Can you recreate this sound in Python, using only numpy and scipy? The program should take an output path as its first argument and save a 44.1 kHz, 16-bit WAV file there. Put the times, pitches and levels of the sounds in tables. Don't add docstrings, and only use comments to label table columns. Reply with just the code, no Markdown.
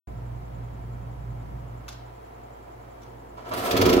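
import sys
import numpy as np
from scipy import signal
from scipy.fft import rfft, irfft, next_fast_len
from scipy.io import wavfile
from scipy.ndimage import map_coordinates

SR = 44100
rng = np.random.default_rng(int(sys.argv[2]) if len(sys.argv) > 2 else 0)


def unload_audio(sound):
    columns = np.transpose(np.atleast_2d(sound))
    steps = np.round(np.clip(columns, -1, 1) * 32767)
    wavfile.write(sys.argv[1], SR, steps.astype(np.int16))


N = 176400
T = np.arange(N) / SR
SIDES = np.array([[.5], [-.5]])

# (frequency [Hz], left minus right [dB])
MOWER_BALANCE = [(100, -3.5), (380, -3), (700, 1), (1300, -4), (2400, -2.5), (4400, 1.5), (8000, 2.3),
                 (15000, 7)]


def amp(db):
    return 10 ** (np.asarray(db) / 20)


def unit(x):
    return x / np.sqrt(np.mean(x ** 2) + 1e-20)


def along(points, hz):
    f, v = np.transpose(points)
    return np.interp(np.log(hz + 1), np.log(f + 1), v)


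def curve(rows):
    return np.interp(T, *np.transpose(rows))


def wobble(rate):
    return map_coordinates(rng.standard_normal(400), [T * rate], mode="wrap")


def decay(start_s, t60_s):
    return amp(-60 * np.maximum(T - start_s, 0) / t60_s)


def burst(start_s, attack_s, t60_s, hold_s=0):
    return np.clip((T - start_s) / attack_s, 0, 1) * decay(start_s + hold_s, t60_s)


def filtered(x, response):
    size = next_fast_len(N + SR // 2)
    return irfft(rfft(x, size) * response(np.fft.rfftfreq(size, 1 / SR)), size)[..., :N]


def coloured(x, spectrum):
    size = 16384
    cepstrum = irfft(np.log(amp(along(spectrum, np.fft.rfftfreq(size, 1 / SR)))))
    cepstrum[1:size // 2] *= 2
    cepstrum[size // 2 + 1:] = 0
    response = irfft(np.exp(rfft(cepstrum)))
    return signal.fftconvolve(x, response / np.linalg.norm(response))[:N]


def noise(spectrum):
    return unit(coloured(rng.standard_normal(N), spectrum))


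def grains(per_s, spread_db):
    hits = (rng.random(N) < per_s / SR) * rng.choice([-1, 1], N)
    return unit(hits * amp(spread_db * rng.standard_normal(N)))


def lean(x):
    return filtered(x, lambda f: amp(SIDES * along(MOWER_BALANCE, f)))


def yard(x, tail_db, near_db):
    # (frequency [Hz], T60 [s])
    yard_t60 = [(100, 0.083), (500, 0.28), (3000, 0.64), (7000, 0.29), (15000, 0.18)]
    left_lead_s, near_t60_s = 0.0002936, 0.021
    hz, t, spectra = signal.stft(rng.standard_normal((2, SR // 2)), SR, nperseg=256)
    tail = signal.istft(spectra * amp(-60 * t / along(yard_t60, hz)[:, None]), SR, nperseg=256)[1]
    near = rng.standard_normal(tail.shape) * decay(0, near_t60_s)[:tail.shape[1]]
    response = amp(tail_db) * tail / np.linalg.norm(tail[0])
    response += amp(near_db) * near / np.linalg.norm(near[0])
    wet = signal.fftconvolve(x[None], response, axes=1)[:, :N]
    direct = filtered(x, lambda f: np.exp(2j * np.pi * f * left_lead_s * SIDES))
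    return lean(direct + wet) / np.hypot(1, amp(near_db))


def scattered(source, apart_rad):
    shared = yard(source(), tail_db=-2.5, near_db=-7)
    separate = lean(np.array([source(), source()]))
    return np.cos(apart_rad) * shared + np.sin(apart_rad) * separate


def exhaust():
    # (time [s], relative level [dB])
    firings = [(3.7405, -7.5), (3.7925, -4.5), (3.824, -3), (3.8635, 0), (3.900, -.5), (3.9335, -2),
               (3.9675, 0)]
    # (time [s], level [dB])
    pumping = [(3.0, -61), (3.07, -53.5), (3.2, -54.5), (3.45, -55.5), (3.54, -39.5), (3.64, -39),
               (3.72, -32.5), (3.85, -27.5), (4, -33.5)]
    # (frequency [Hz], level [dB])
    muffler = [(25, -18), (58, 2), (88, -7), (120, 5.5), (160, -7), (200, 0), (250, 1.5), (300, -7.5),
               (345, 3.5), (390, -2), (440, 4), (620, -12), (800, -20), (1500, -30), (5000, -47)]
    # (delay to left [s], delay to right [s], level [dB])
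    walls = [(.0037, .0034, -9), (.0112, .0110, -2), (.0215, .0219, -7)]
    pulse_db, gas_db, pulse_band_hz = -8.5, -26.5, [227, 505]
    thump_hz, thump_db = 118, -13
    pulses, gush = np.zeros(N), amp(curve(pumping))
    for s, db in firings:
        pulses[round(s * SR)] += amp(db + pulse_db)
        gush += amp(db + gas_db) * burst(s, attack_s=0.0024, t60_s=0.25)
    band = signal.butter(3, pulse_band_hz, "bandpass", fs=SR, output="sos")
    ring = signal.sosfilt(band, signal.unit_impulse(SR // 10))
    thump = amp(thump_db) * decay(0, t60_s=0.065) * np.sin(2 * np.pi * thump_hz * T)
    pop = ring / np.abs(ring).max() + thump[:len(ring)]
    puffs = signal.fftconvolve(pulses, pop)[:N] + gush * noise(muffler)
    echoes = lambda f: 1 + sum(amp(db) * np.exp(-2j * np.pi * f * np.array([[left], [right]]))
                               for left, right, db in walls)
    return filtered(yard(puffs, tail_db=-8.5, near_db=-14), echoes)


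def rattle():
    # (time [s], level [dB])
    rattle_level = [(3.0, -53.5), (3.06, -51.5), (3.15, -55.5), (3.36, -55), (3.378, -41.5), (3.44, -47),
                    (3.465, -36.5), (3.508, -42), (3.518, -26.5), (3.56, -32), (3.64, -30), (3.72, -26.5),
                    (3.85, -24.5), (4, -26)]
    # (frequency [Hz], width [Hz], level [dB])
    deck_modes = [(545, 99, -1), (708, 56, -4.5), (969, 93, -2), (1331, 61, 1), (2297, 32, -11.5),
                  (2875, 147, -18.5), (3200, 160, -20.5)]
    # (frequency [Hz], level [dB])
    casing_spectrum = [(90, -19.5), (150, -8), (250, 0), (480, 2), (700, 12), (830, -4.5), (1340, -4),
                       (1700, -4.5), (2900, -13.5), (6000, -19), (11600, -36), (15500, -36)]
    deck_db, casing_db = -4.5, -4

    def deck_response(f):
        return sum((-1) ** k * amp(db) * 1j * f * width / (hz * hz - f * f + 1j * f * width)
                   for k, (hz, width, db) in enumerate(deck_modes))

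    def impacts():
        deck = amp(deck_db) * unit(filtered(grains(per_s=450, spread_db=2), deck_response))
        casing = amp(casing_db) * unit(coloured(grains(per_s=3000, spread_db=4.5), casing_spectrum))
        return amp(curve(rattle_level)) * (deck + casing)

    return scattered(impacts, apart_rad=0.73)


def starter():
    # (time [s], level [dB])
    cord_level = [(3.45, -78), (3.495, -46.5), (3.531, -75), (3.537, -33), (3.56, -44.5), (3.58, -34.5),
                  (3.62, -41), (3.665, -31.5), (3.7, -40.5), (3.76, -54), (4, -56)]
    # (frequency [Hz], level [dB])
    cord_spectrum = [(2000, 6), (4700, 3), (7500, -7), (8500, 3.5), (9400, -4), (10300, -2), (11700, -12),
                     (13000, 3), (13600, -4), (14300, 1), (15500, -8)]
    # (time [s], level [dB])
    rasps = [(3.707, -25.5), (3.764, -24), (3.811, -23.5), (3.853, -24), (3.889, -25.5), (3.926, -25),
             (3.962, -36), (3.997, -21)]
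    # (frequency [Hz], level [dB])
    rasp_spectrum = [(900, -6.5), (2000, 3), (2700, 3), (3050, 0.5), (3330, 4.5), (3700, 1), (5500, -1),
                     (8000, -10.5), (10500, -13.5), (13200, -7), (15500, -8.5)]
    bursts = sum(amp(db) * burst(s, attack_s=.004, hold_s=.012, t60_s=.057) for s, db in rasps)

    def friction():
        hiss = unit(coloured(grains(per_s=6000, spread_db=1.5), cord_spectrum))
        rasp = coloured(bursts * grains(per_s=5000, spread_db=2.5), rasp_spectrum)
        return amp(curve(cord_level)) * hiss + rasp

    return scattered(friction, apart_rad=0.93)


def handle():
    # (time [s], level [dB])
    clacks = [(1.881, -36), (1.887, -39), (1.926, -45), (3.018, -54), (3.031, -52.5)]
    # (frequency [Hz], level [dB])
    handle_spectrum = [(300, -19), (800, -14), (1150, 3), (1600, -2), (2300, -7.5), (3000, -6),
                       (4000, -2.5), (4900, -7), (5500, -1.5), (6500, -6), (9000, -16), (15500, -17)]
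    blows = sum(amp(db) * decay(s, t60_s=0.041) * (T >= s) for s, db in clacks)
    return yard(coloured(blows * rng.standard_normal(N), handle_spectrum), tail_db=1, near_db=3)


def hum():
    # (time [s], level [dB])
    hum_level = [(0.1, -39.5), (0.54, -41), (0.7, -41), (0.95, -40), (1.06, -42.5), (1.3, -39), (1.52, -43),
                 (1.55, -34), (1.58, -39.5), (1.61, -41), (2.25, -52.5), (3.33, -51.5), (3.45, -53.5)]
    hum_hz, mains_hz = 57.2, 119.9
    beat_dip_s, beat_period_s, beat_db = .1, .355, -6
    level = curve(hum_level)
    low = amp(level) * np.sin(2 * np.pi * hum_hz * T + 0.092 * wobble(4.56))
    upper_hum_db = level.max() + 1.173 * (level - level.max())
    upper_hum_db += 0.5 + 0.57 * wobble(8.44)
    phase = 2 * np.pi * mains_hz * T + 0.2 * wobble(7.02)
    beat = 2 * np.pi * (T - beat_dip_s) / beat_period_s
    upper_hum = amp(upper_hum_db) * (np.sin(phase) - amp(beat_db) * np.sin(phase - beat))
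    return np.sqrt(2) * (low + upper_hum)


def rumble(gain_db=0):
    # (time [s], level [dB])
    rumble_level = [(0.1, -44.5), (1.2, -44), (1.52, -43), (1.78, -47.5), (2.05, -58), (3.5, -57)]
    # (frequency [Hz], level [dB])
    rumble_spectrum = [(20, -11), (35, -14.5), (60, -10), (115, 4), (180, -5.5), (260, -11), (500, -27.5),
                       (1500, -90)]
    return amp(curve(rumble_level) + gain_db) * noise(rumble_spectrum)


def insect():
    first_s, gap_s, width_s = .079, .0945, 0.0058
    centre_hz, width_hz, level_db = 7180, 400, -70
    echo_s, echo_db = 0.016, -4.5
    offset = lambda delay: (T - delay - first_s + gap_s / 2) % gap_s - gap_s / 2
    chirps = lambda delay: np.exp(-.5 * (offset(delay) / width_s) ** 2)
    band = filtered(rng.standard_normal((2, N)), lambda f: np.exp(-((f - centre_hz) / width_hz) ** 2))
    return amp(level_db) * (chirps(0) + amp(echo_db) * chirps(echo_s)) * unit(band)


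def air():
    # (frequency [Hz], level [dB])
    air_spectrum = [(120, -23.5), (190, -21.5), (240, -6.5), (360, -6.5), (650, -5.5), (705, 2),
                    (770, -4.5), (900, -5), (1200, -15.5), (1500, -19), (2100, -21.5), (3400, -37.5),
                    (5500, -37.5), (9500, -39), (14000, -37), (15500, -35)]
    # (frequency [Hz], correlation [-1 to 1])
    likeness = [(130, 1), (290, 0.59), (640, -0.9), (1400, -0.024), (3000, -0.075)]
    level_db = -47
    angle = lambda f: np.arccos(np.clip(along(likeness, f), -1, 1)) / 2
    mid = filtered(noise(air_spectrum), lambda f: np.cos(angle(f)))
    side = filtered(noise(air_spectrum), lambda f: np.sin(angle(f)))
    return amp(level_db + 0.13 * wobble(3.23)) * np.array([mid + side, mid - side])


def scene():
    bass = (hum() + rumble()) * amp([[-1], [1.1]])
    background = bass + air()
    background += rumble(gain_db=-7.5) * np.array([[1], [-1]])
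    return background + insect() + handle() + rattle() + starter() + exhaust()


def record(dry):
    open_s, top_hz = .0725, 15800
    return filtered(dry * (T >= open_s), lambda f: f < top_hz)


dry = scene()
out = record(dry)
unload_audio(out)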